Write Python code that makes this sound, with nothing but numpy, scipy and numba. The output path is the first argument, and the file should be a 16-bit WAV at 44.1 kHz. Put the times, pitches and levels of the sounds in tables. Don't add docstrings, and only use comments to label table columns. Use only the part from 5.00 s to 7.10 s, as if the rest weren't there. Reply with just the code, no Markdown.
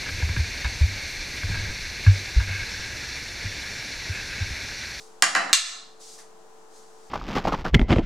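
import sys
import numpy as np
from scipy import signal
from scipy.fft import rfft, irfft
from scipy.io import wavfile
from scipy.ndimage import uniform_filter1d, minimum_filter1d
from numba import njit

SR = 44100
rng = np.random.default_rng(int(sys.argv[2]) if len(sys.argv) > 2 else 0)


def output_pcm(signal):
    pcm = np.clip(np.atleast_2d(signal).T, -1, 1) * 32767
    wavfile.write(sys.argv[1], SR, np.round(pcm).astype(np.int16))


N = 92610
T = np.arange(N) / SR
FREQS = np.fft.rfftfreq(N, 1 / SR)

# t/s, clack level/dB, knock level/dB, ping level/dB, low cutoff/Hz, high cutoff/Hz
IMPACTS = [(0.223, 16.5, 6.5, 0, 500, 12000), (0.2248, 15, 18.5, 0, 150, 6000),
           (0.3505, 8.5, 9.5, -2, 300, 4580), (0.3525, 5.5, 16, -1, 150, 2982),
           (0.3628, -3.5, 12, -11.5, 150, 2483), (0.4946, -9.5, -2, -19.5, 200, 1500),
           (0.53, 25.5, 18.5, 21.5, 1150, 8200), (0.5329, 22.5, 18.5, 17, 1150, 4000),
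           (0.5348, 26, 9, 7, 1200, 11000), (1.187, -38, -27, -52, 600, 4000)]
# f/Hz, relative level/dB, T60/s
CASING_MODES = [(2921, -14, 0.0061), (4824, 3.5, 0.003), (6080, 0.5, 0.0017), (6670, 3, 0.0068),
                (7260, 0, 0.0066), (7755, -2.5, 0.012), (8700, -5.5, 0.0051), (10700, -12.5, 0.0039)]
TILE_MODES = [(368, -16, 0.0075), (500, -15, 0.0074), (737, -6, 0.03), (1082, -6.5, 0.019),
              (1250, -2, .012), (1760, 0, 0.0096), (2113, -5, 0.011), (2722, -8, 0.015)]
STANDING_WAVES = [(161, -12, 0.67), (197.3, -17, 0.96), (290.6, -18, 0.55), (336, -12, 0.23),
                  (550, -14, 0.17), (677, -17.5, .45), (770, -20.5, 0.26), (992, -17.5, 0.29),
                  (1037, -23, 0.16), (1186, -14, 0.26), (1273, -23.5, .45), (1404, -25.5, 0.44),
                  (1510, -23, .5), (1704, -25, .4), (1836, -31, 0.57), (2100, -31, 0.56)]
# f/Hz, T60/s
REVERB_TIMES = [(200, 1.21), (800, 0.6537), (2000, 0.35), (4500, 0.4689), (8000, 0.3729), (12000, 0.3071)]
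# f/Hz, relative level/dB
REVERB_SPECTRUM = [(100, -3), (300, 0), (1000, -1.5), (2500, 2.5), (5000, -1), (9000, 1), (11000, -3),
                   (15000, -15)]
# f/Hz, side level re mid/dB
REVERB_WIDTH = [(200, -2), (1000, -3), (4500, -8), (9000, -3.5)]
# t/s, rise/s, hold/s, time to fall 20 dB/s, level/dB, low cutoff/Hz
STROKES = [(-0.05, 0.024, 0.046, 0.16, -50, 3220), (0.99, 0.025, 0.14, 0.084, -46, 3250),
           (1.178, 0.011, .015, 0.093, -49.5, 929), (1.691, 0.074, 0.021, 0.23, -54, 3510),
           (1.883, 0.17, 0.081, 0.27, -62, 3000)]
# f/Hz, relative level/dB
FRICTION_SPECTRUM = [(1000, -17.5), (1800, -3.5), (2700, -11.5), (4000, -6), (6500, -4), (9000, -8.5),
                     (12000, -21), (15000, -33)]
# f/Hz, level/dB
HUM_TONES = [(349.9, -71), (441.4, -57.5), (769.8, -66), (861.3, -69), (1007, -70)]
# f/Hz, relative level/dB
AIRFLOW_SPECTRUM = [(30, 3.5), (60, 3), (120, -15), (190, -2.5), (260, -6.5), (400, 0), (550, -1.5),
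                    (800, 0), (1300, -5), (2200, -16.5), (4000, -17.5), (7300, -14.5), (11000, -25.5),
                    (15000, -35)]


def battery():
    casing, tile = unit_energy(ring(CASING_MODES)), unit_energy(ring(TILE_MODES))
    bending_hz, bending_t60_s = 3991, 0.012
    ping = ring([(bending_hz, 0, bending_t60_s)])
    out = np.zeros(N)
    for start, clack_db, knock_db, ping_db, low_hz, high_hz in IMPACTS:
        crack = undb(3.5) * unit_energy(rng.standard_normal(N) * decay(t60=0.012))
        clack = butterworth(casing + crack, 2000, "high", order=3)
        blow = undb(clack_db) * clack + undb(knock_db) * tile + undb(ping_db) * ping
        blow = butterworth(blow, low_hz, "high", order=3)
        blow = butterworth(blow, high_hz, "low", order=1)
        onset = int(start * SR)
        out[onset:] += blow[:N - onset]
    return butterworth(out, 10000, "low", order=3)


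def room(source):
    side_db = curve_at(REVERB_WIDTH, FREQS)
    spectrum = rfft(noise(REVERB_SPECTRUM, side_db))
    centres_hz = np.geomspace(100, 16000, 12)
    late = 0
    for hz, weights in zip(centres_hz, np.eye(len(centres_hz))):
        triangle = curve_at(list(zip(centres_hz, weights)), FREQS)
        band = irfft(spectrum * triangle, N)
        late = late + band * decay(curve_at(REVERB_TIMES, hz))
    early = noise(REVERB_SPECTRUM, side_db) * decay(t60=0.12)
    build_up = 1 - np.exp(-(T / 0.0059) ** 2)
    reflections = undb(-5) * unit_energy(early * build_up) + undb(-3.5) * unit_energy(late * build_up)
    response = reflections + undb(-7) * ring(STANDING_WAVES)
    return signal.fftconvolve(np.atleast_2d(source), response, axes=-1)[:, :N]


def hand():
    hiss = noise(FRICTION_SPECTRUM, side_db=-6.5)
    out = 0
    for start, rise, hold, fall, db, low_hz in STROKES:
        swell = np.clip((T - start) / rise, 0, 1)
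        falling_s = np.maximum(T - start - rise - hold, 0)
        envelope = swell * undb(db - 20 * falling_s / fall)
        out = out + envelope * butterworth(hiss, low_hz, "high", order=3)
    return out


def fan():
    waver_depth, waver_hz = 0.2, 90
    out = undb(-53.5) * noise(AIRFLOW_SPECTRUM, side_db=-2)
    for hz, db in HUM_TONES:
        waver = np.array([drift(waver_hz) + 1j * drift(waver_hz) for _ in range(2)])
        phasor = (1 + waver_depth * waver) * np.exp(2j * np.pi * hz * T)
        out = out + np.sqrt(2) * undb(db) * phasor.real
    return out


def ring(modes):
    return sum((-1) ** k * undb(db) * unit_energy(np.sin(2 * np.pi * hz * T) * decay(t60))
               for k, (hz, db, t60) in enumerate(modes))


def decay(t60):
    return np.exp(-np.log(1000) * np.minimum(T / t60, 20))


def noise(spectrum, side_db):
    mid, side = rfft(rng.standard_normal((2, N)))
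    pair = mid + undb(side_db) * side * np.array([[1], [-1]])
    coloured = irfft(pair * undb(curve_at(spectrum, FREQS)), N)
    return unit_energy(coloured) * np.sqrt(N)


def drift(rate_hz):
    return np.interp(T * rate_hz, np.arange(N // 20), rng.standard_normal(N // 20))


def curve_at(points, hz):
    freqs, values = np.array(points, float).T
    return np.interp(np.log(np.maximum(hz, 1)), np.log(freqs), values)


def undb(db):
    return 10 ** (np.asarray(db) / 20)


def unit_energy(x):
    return x / np.sqrt(np.sum(x ** 2) / (x.size / N))


def butterworth(x, hz, kind, order):
    return signal.sosfilt(signal.butter(order, hz, kind, fs=SR, output="sos"), x)


def pan(x, left_db):
    return x * undb(np.array([[left_db], [-left_db]]) / 2)


@njit
def gain_reduction(excess_db):
    attack_s, hold_s, release_s = 0.00041, 0.093, 0.14
    attack_step = 1 - np.exp(-1 / (attack_s * SR))
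    out = np.empty(len(excess_db))
    reduction, wait = 0., 0.
    for i in range(len(excess_db)):
        if excess_db[i] > reduction:
            reduction += (excess_db[i] - reduction) * attack_step
            wait = hold_s * SR
        elif wait > 0:
            wait -= 1
        else:
            reduction -= reduction / (release_s * SR)
        out[i] = reduction
    return out


def scene():
    blows = battery()
    return pan(blows + room(blows), left_db=-0.7) + pan(hand(), left_db=0.5) + pan(fan(), left_db=2.45)


def record(dry):
    threshold_db, look_ahead_s = -5.5, 0.00068
    low_hz, top_hz, clip_at, dc_offset = 120, 15900, 0.86, -0.003
    peak_db = 20 * np.log10(np.abs(dry).max(axis=0) + 1e-9)
    gain_db = -gain_reduction(peak_db - threshold_db)
    ahead = int(look_ahead_s * SR) + 1
    gain_db = uniform_filter1d(minimum_filter1d(gain_db, 2 * ahead), ahead)
    thinned = butterworth(dry * undb(gain_db), low_hz, "high", order=2)
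    clipped = np.clip(thinned, -clip_at, clip_at)
    steep_lowpass = signal.ellip(8, .2, 70, top_hz, fs=SR, output="sos")
    return signal.sosfilt(steep_lowpass, clipped) + dc_offset


dry = scene()
out = record(dry)
output_pcm(out)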